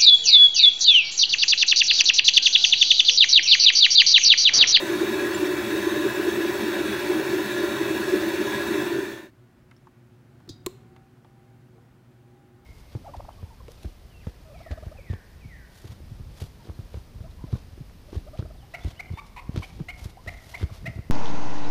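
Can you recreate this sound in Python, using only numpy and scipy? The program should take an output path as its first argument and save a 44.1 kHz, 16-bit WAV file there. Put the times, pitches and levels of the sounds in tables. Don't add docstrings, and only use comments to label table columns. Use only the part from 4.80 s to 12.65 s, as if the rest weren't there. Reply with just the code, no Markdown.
import sys
import numpy as np
from scipy import signal
from scipy.fft import rfft, irfft, next_fast_len
from scipy.io import wavfile
from scipy.ndimage import uniform_filter1d, map_coordinates

SR = 44100
rng = np.random.default_rng(int(sys.argv[2]) if len(sys.argv) > 2 else 0)


def rack_gain(trim_db):
    fader = np.asarray(trim_db, float)
    return 10 ** (fader / 20)


def wav_out(sig):
    wavfile.write(sys.argv[1], SR, np.round(np.clip(np.atleast_2d(sig).T, -1, 1) * 32767).astype(np.int16))


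N = 346185


def unit(x):
    return x / np.sqrt(np.mean(x ** 2) + 1e-20)


def along(points, hz):
    f, value = np.transpose(points)
    return np.interp(np.log(hz + 1), np.log(f + 1), value)


def wobble(rate):
    knots = rng.standard_normal(int(N * rate / SR) + 4)
    return map_coordinates(knots, [np.arange(N) * rate / SR])


def bells(rows):
    t = np.arange(N) / SR
    return sum(height * np.exp(-0.5 * ((t - s) / spread) ** 2) for s, height, spread in rows)


def plateaus(rows, edge_s):
    t = np.arange(N) / SR
    step = lambda s: np.tanh(2 * (t - s) / edge_s)
    return sum(height * (step(start) - step(end)) / 2 for start, end, height in rows)


def filtered(x, response):
    m = next_fast_len(len(x) + SR // 2)
    return irfft(rfft(x, m) * response(np.fft.rfftfreq(m, 1 / SR)), m)[:len(x)]


def below(f, hz, power=4):
    return 1 / (1 + (f / hz) ** power)


def above(f, hz, power=4):
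    return 1 / (1 + (hz / (f + 1)) ** power)


def resonances(modes, f):
    total = 0
    for k, (hz, width, db) in enumerate(modes):
        total = total + (-1) ** k * rack_gain(db) * 1j * f * width / (hz * hz - f * f + 1j * f * width)
    return total


def patchy(depth_db):
    z = signal.stft(rng.standard_normal(N), nperseg=512)[2]
    field = uniform_filter1d(rng.standard_normal(z.shape), 4, axis=0)
    field = uniform_filter1d(field, 12, axis=1)
    return unit(signal.istft(z * rack_gain(depth_db * unit(field)), nperseg=512)[1][:N])


def steadied(x, share):
    power = np.abs(uniform_filter1d(x ** 2, size=3000))
    return unit(x / (power + 1e-12) ** (share / 2))


def tone(turns, sway_db, blur):
    level = np.sqrt(2) * rack_gain(sway_db * wobble(9))
    return level * np.sin(2 * np.pi * turns + blur * wobble(25) + rng.uniform(0, 6.93))


def ring(modes, t, attack):
    total = sum(rack_gain(db - 60 * t / t60) * np.sin(2 * np.pi * hz * t) for hz, db, t60 in modes)
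    return total * (1 - np.exp(-t / attack))


def add(track, s, sound):
    track[round(s * SR):][:len(sound)] += sound


def shaft_speed():
    # (time [s], speed lost [turns/s], spread [s])
    kneads = [(0.153, 0.96, 0.182), (0.417, 2.2, 0.09), (0.837, 2.03, 0.133), (1.31, 2.37, 0.083),
              (1.605, 1.71, 0.134), (2.117, 2.52, 0.086), (2.377, 1.31, 0.253), (3.023, 2.09, 0.113),
              (3.281, 1.64, 0.124), (3.772, 2.27, 0.143), (4.027, 1.26, 0.049)]
    return 74.52 - bells(kneads)


def orders(shaft, speed, wheel):
    multiples = np.array([1, 1.21, 4, 8, 12, 19, 23, 24, 28.1, 35, 36, 48, 60, 61, 72, 84, 85])
    levels_db = [-23, -21.5, -15, -27, -24.5, -24.5, -23, -26, -39, -26.5, -20, -21, -21.5, -36, -32, -30,
                 -23.5]
    strain = {23: (1.35, 0.92), 24: (-6, 0.093), 36: (1.3, .1)}
    load = (73.2 - speed) / 0.83
    lines = np.zeros(N)
    for k, db in zip(multiples, levels_db):
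        load_db, depth = strain.get(k, (0, 0))
        line = tone(k * shaft, sway_db=2.5, blur=min(0.063 * k, 0.9))
        lines += rack_gain(db + load_db * load) * (1 + depth * wheel) * line
    return lines


def casing(shaft, speed):
    # (frequency [Hz], level [dB])
    valleys = [(25, -42), (60, -3.5), (160, -3.5), (500, 0.5), (800, 4), (1270, 3), (1500, 1), (2000, 0),
               (2100, -0.5), (3100, -8), (4000, -6.5), (4650, -13.5), (8000, -18), (12000, -21.5),
               (15500, -17)]
    # (frequency [Hz], width [Hz], level [dB])
    shell_modes = [(129.5, 35.6, 14), (538, 22, 4), (576.5, 83, 9), (676, 56, -2), (756, 19, 0),
                   (999, 108, 4), (1406, 94, -6.5), (1552, 162, 6.5), (1696, 102, 5.5), (1749, 15, -1),
                   (1884, 218, 4.5), (2355, 217, 3), (2596, 16.5, 0.5), (2756, 350, -1.5), (3363, 127, 4.5),
                   (3697, 163, 1.5), (4420, 110, -5.5), (5420, 220, -2), (6250, 190, -1), (7300, 300, -11)]
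    # (frequency [Hz], width [Hz], level [dB])
    vent_modes = [(6720, 120, -3.5), (7740, 80, 2), (8250, 130, -11), (8460, 120, -19), (9550, 220, -7),
                  (10920, 230, -1), (12080, 250, 0), (13300, 250, -7), (14200, 230, -17), (15720, 73, -8)]
    wheel = np.sin(2 * np.pi * shaft / 4.7)
    beat = 1 + 0.062 * wheel + 0.04 * np.sin(2 * np.pi * shaft) + 0.035 * np.sin(8 * np.pi * shaft)
    drive = patchy(depth_db=1.5) * beat + orders(shaft, speed, wheel)

    def radiation(f):
        humps = sum(rack_gain(db) / (1 + ((f - hz) / (width / 2)) ** 4) for hz, width, db in shell_modes + vent_modes)
        return rack_gain(along(valleys, f)) * (1 + humps)

    shell = filtered(drive, lambda f: radiation(f) * below(f, 3500))
    fan = filtered(drive, lambda f: radiation(f) * above(f, 3500))
    return rack_gain(-0.01) * unit(shell) + rack_gain(-6.5) * unit(fan)


def base(shaft):
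    rocking = rack_gain(4.5 * np.cos(2 * np.pi * (shaft / 10.1 - 0.22)))
    hum = filtered(rng.standard_normal(N), lambda f: resonances([(216.5, 38.6, 0)], f) ** 2)
    return rack_gain(-7.5) * unit(rocking * hum)


def coil_buzz():
    # (frequency [Hz], level [dB])
    mains = [(300, -41), (400, -34.5)]
    t = np.arange(N) / SR
    return sum(rack_gain(db + 29.5) * tone(hz * t, sway_db=1.5, blur=0.13) for hz, db in mains)


def hook():
    # (frequency [Hz], width [Hz], level [dB], time of a peak [s])
    shaded_bands = [(3758, 154, -16.5, 0.22), (1072, 200, -18, 0.34)]
    turn_s = 0.884
    t = np.arange(N) / SR
    total = np.zeros(N)
    for hz, width, db, s in shaded_bands:
        band = filtered(rng.standard_normal(N), lambda f: resonances([(hz, width, 0)], f) ** 2)
        total += rack_gain(db + 4.8 * np.cos(2 * np.pi * (t - s) / turn_s)) * unit(band)
    return total


def steel(f):
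    # (frequency [Hz], width [Hz], level [dB])
    bowl_modes = [(300, 32, -6), (329.3, 30.2, 1), (359.4, 29, 1.5), (400, 36.8, -4), (424.5, 56.5, -11.5)]
    return resonances(bowl_modes, f) * below(f, 520, 8) * above(f, 250, 8)


def bowl():
    # (time [s], swell [dB], spread [s])
    swings = [(.134, 6, 0.041), (.226, 9.5, 0.014), (.413, 5, 0.11), (.663, 6, 0.042), (.76, 3, 0.047),
              (.95, 7, 0.027), (1.068, 10, 0.011), (1.173, 6.5, 0.047), (1.261, 8.5, 0.014),
              (1.402, 7.5, 0.014), (1.478, 8.5, 0.024), (1.637, 6, 0.055), (1.87, 5.5, 0.035),
              (2.017, 4, 0.04), (2.306, 10, 0.016), (2.376, 8, 0.03), (2.55, 7.5, 0.046),
              (2.795, 5.5, 0.029), (2.85, 5.5, 0.019), (3.022, 8.5, 0.011), (3.135, 6.5, 0.028),
              (3.345, 2, .018), (3.39, 6, 0.12), (3.6, 5.5, 0.018), (3.966, 6.5, 0.058), (4.12, 6.5, 0.011),
              (4.186, 8.5, 0.047), (4.32, 6, 0.013), (4.43, 6, 0.017)]
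    rattle = rng.standard_normal(N) * rack_gain(2.4 * wobble(45))
    return rack_gain(-30.8 + bells(swings)) * steadied(filtered(rattle, steel), share=1.0)


def dough_slaps():
    # (time [s], peak level [dB])
    slap_rows = [(0.145, -25), (0.354, -5), (0.617, -6), (0.995, -15), (1.256, 0), (1.388, -1), (1.576, -3),
                 (2, -3.5), (2.119, -11), (2.557, -6), (2.793, -22), (3.106, -28), (3.328, 3.5),
                 (3.532, -24), (3.904, -19), (4.174, -8.5)]
    blows = np.zeros(N)
    for s, db in slap_rows:
        blows[int(s * SR)] = rack_gain(db + 34)
    return filtered(blows, steel)


def pin_squeaks():
    # (time [s], level [dB], frequency [Hz])
    squeak_rows = [
        (.546, -25, 7230),
        (1.355, -35, 7300),
    ]
    track, t = np.zeros(N), np.arange(2000) / SR
    for s, db, hz in squeak_rows:
        add(track, s, ring([(hz, db, 0.05)], t, attack=0.0021))
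    return track


def mixer():
    speed = shaft_speed()
    shaft = np.cumsum(speed) / SR
    fade_from_s, fade_to_s = 4.003, 4.51
    running = np.clip((fade_to_s - np.arange(N) / SR) / (fade_to_s - fade_from_s), 0, 1)
    body = casing(shaft, speed) + base(shaft) + coil_buzz() + hook()
    return running * (rack_gain(-33) * body + bowl()) + dough_slaps() + pin_squeaks()


def room_air():
    # (frequency [Hz], density [dB per Hz])
    room_colour = [(15, -58), (25, -36), (43, -10.5), (86, -8.5), (119, 3.5), (179, -9), (241, -5.5),
                   (333, -13), (361, -3), (391, -19.5), (788, -24), (1000, -27.5), (1430, -27.5),
                   (15700, -56.5)]
    # (start [s], end [s], lift [dB])
    stirs = [
        (5.52, 6.15, 5),
        (6.45, 6.6, 1.5),
        (6.75, 7.0, 2),
    ]
    stir_db = plateaus(stirs, edge_s=0.12)
    colour = lambda f: rack_gain(along(room_colour, f))
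    rumble = filtered(patchy(depth_db=-0.5), lambda f: colour(f) * below(f, 300))
    air = filtered(patchy(depth_db=0.9), lambda f: colour(f) * above(f, 300))
    return rack_gain(-56.5 + stir_db) * steadied(rumble, share=0.55) + rack_gain(-62 + 0.23 * stir_db) * unit(air)


def fridge():
    # (frequency [Hz], level [dB])
    hum_lines = [(120, -65), (242, -67.5), (365, -67), (1459, -82)]
    t = np.arange(N) / SR
    return sum(rack_gain(db) * tone(hz * t, sway_db=-1.5, blur=0.67) for hz, db in hum_lines)


def pump():
    # (start [s], end [s], lift [dB])
    surges = [
        (5.65, 5.9, 7),
        (5.96, 6.29, 14),
        (6.41, 6.79, 11.5),
        (7.36, 8, 10),
    ]
    t = np.arange(N) / SR
    on_s, top_hz, gap_hz, lag_s = 5.3, 805, 202, 0.5
    hz = top_hz - gap_hz * np.exp(-np.maximum(t - on_s, 0) / lag_s)
    level = rack_gain(-80.5 + plateaus(surges, edge_s=0.093))
    return (t > on_s) * level * tone(np.cumsum(hz) / SR, sway_db=-3.0, blur=0.2)


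def pipe():
    t = np.arange(N) / SR
    peak_s, rise_db_per_s, fall_db_per_s = 6.97, 230, 90
    groan_db = -65.5 - np.maximum(rise_db_per_s * (peak_s - t), fall_db_per_s * (t - peak_s))
    return rack_gain(groan_db) * tone(470 * t, sway_db=2.5, blur=2.0)


def burst(t, db, t60):
    return rack_gain(db - 60 * t / t60) * rng.standard_normal(len(t))


def counter_ticks():
    # (time [s], knock level [dB], knock frequency [Hz], knock width [Hz], click level [dB])
    tick_rows = [(4.9125, -55.5, 2000, 900, -46), (4.9135, -53, 1100, 500, -62),
                 (4.965, -62, 5450, 300, -51), (5.07, -45.5, 980, 400, -55), (5.408, -69, 800, 400, -67),
                 (5.603, -56, 800, 600, -55), (5.6775, -63, 1200, 500, -51), (6.163, -51, 800, 1090, -60),
                 (6.1632, -63, 2300, 800, -64), (6.37, -63, 910, 700, -62), (6.4465, -54, 795, 700, -54),
                 (6.446, -73, 3380, 900, -72), (6.98, -56, 800, 400, -67)]
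    # (frequency [Hz], width [Hz], level [dB])
    counter_modes = [(520, 460, -9)]
    track, t = np.zeros(N), np.arange(SR // 2) / SR
    contact = lambda f: 1j * f / (600 + 1j * f) / (1 + 1j * f / 7000) ** 4
    for s, db, hz, width, click_db in tick_rows:
        body = lambda f: resonances([(hz, width, 0)], f) ** 2 + resonances(counter_modes, f) ** 2
        add(track, s, filtered(burst(t, db + 19.5, 0.037), body))
        add(track, s, filtered(burst(t, click_db + 4.5, 0.0077), contact))
    return track


def spoon_and_butter():
    # (time [s], spoon level [dB], slap level [dB], slap t60 [s], bowl level [dB])
    blow_rows = [
        (5.6907, -40.5, -50, .04, -70),
        (5.6934, -61, -60, .03, -70),
        (5.8618, -90, -40, 0.0086, -60),
        (5.863, -90, -15.5, 0.0097, -54),
        (5.8661, -90, -25.5, 0.012, -20),
    ]
    # (frequency [Hz], level [dB], t60 [s])
    spoon_modes = [(3332, -20, .2), (3760, -13, .32), (3815, -15, .3), (4032, -10, .12), (4250, -18, .2),
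                   (4510, -17, .22), (4651, -16, .22), (4850, -16, .33), (4875, -18, .33), (5400, -18, .15),
                   (6000, -20, .12), (6750, -16, .1)]
    # (frequency [Hz], width [Hz], level [dB])
    dense_modes = [(4000, 820, 5), (5000, 930, 4), (6430, 1450, -3), (3240, 300, -3)]
    # (frequency [Hz], width [Hz], level [dB])
    smack = [(1390, 970, 3), (4240, 450, 4.5), (7230, 740, 2), (10000, 1400, -5), (13400, 5000, -5.5)]
    # (frequency [Hz], width [Hz], level [dB])
    tiles = [(4200, 3500, -1), (7200, 4000, 1), (10000, 3000, -5)]
    # (frequency [Hz], level [dB], t60 [s])
    empty_bowl = [(363, -1.5, 0.07), (388, -18, .2), (1050, -8.5, 0.037), (1440, -15, 0.016)]
    track, t = np.zeros(N), np.arange(SR // 2) / SR
    for s, spoon_db, slap_db, t60, bowl_db in blow_rows:
        chatter = burst(t, spoon_db + 9.0, 0.067) + burst(t, spoon_db - 2.5, 0.2)
        add(track, s, filtered(chatter, lambda f: resonances(dense_modes, f) * 1j * f / (3000 + 1j * f)))
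        add(track, s, rack_gain(spoon_db + 0.5) * ring(spoon_modes, t, attack=0.00035))
        add(track, s, filtered(burst(t, slap_db, t60), lambda f: resonances(smack, f)))
        add(track, s, filtered(burst(t, slap_db - 38, 0.3), lambda f: resonances(tiles, f)))
        add(track, s, rack_gain(bowl_db) * ring(empty_bowl, t, attack=0.00026))
    return track


def thuds():
    # (time [s], frequency [Hz], level [dB], t60 [s])
    thud_rows = [(5.6811, 350, -39, .07), (5.6948, 300, -30, .04), (5.7050, 105, -34, .12),
                 (5.6970, 122, -40, .03), (5.87, 115, -42, .12)]
    track, t = np.zeros(N), np.arange(SR // 2) / SR
    for s, hz, db, t60 in thud_rows:
        add(track, s, ring([(hz, db, t60)], t, attack=0.0012))
    return track


def walls(x):
    # (frequency [Hz], t60 [s])
    decay = [(200, 1), (2000, 0.66), (10000, 0.35)]
    hz, t, z = signal.stft(rng.standard_normal(SR // 2), SR, nperseg=256)
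    tail = signal.istft(z * rack_gain(-60 * t / along(decay, hz)[:, None]), SR, nperseg=256)[1]
    delayed = np.pad(x, (300, 0))
    return signal.fftconvolve(delayed, tail / np.linalg.norm(tail))[:N]


def scene():
    kitchen = room_air() + fridge() + pump() + pipe()
    near = counter_ticks() + spoon_and_butter() + thuds()
    return (mixer() + kitchen + near + rack_gain(-20) * walls(near))[None]


def band_limit(x):
    return signal.sosfilt(signal.butter(12, 16870, fs=SR, output="sos"), x)


def record(dry):
    hiss = rack_gain(-77.0) * rng.standard_normal(N)
    mix = filtered(dry[0] + hiss, lambda f: f < 15790)[None]
    return band_limit(mix)


dry = scene()
out = record(dry)
wav_out(out)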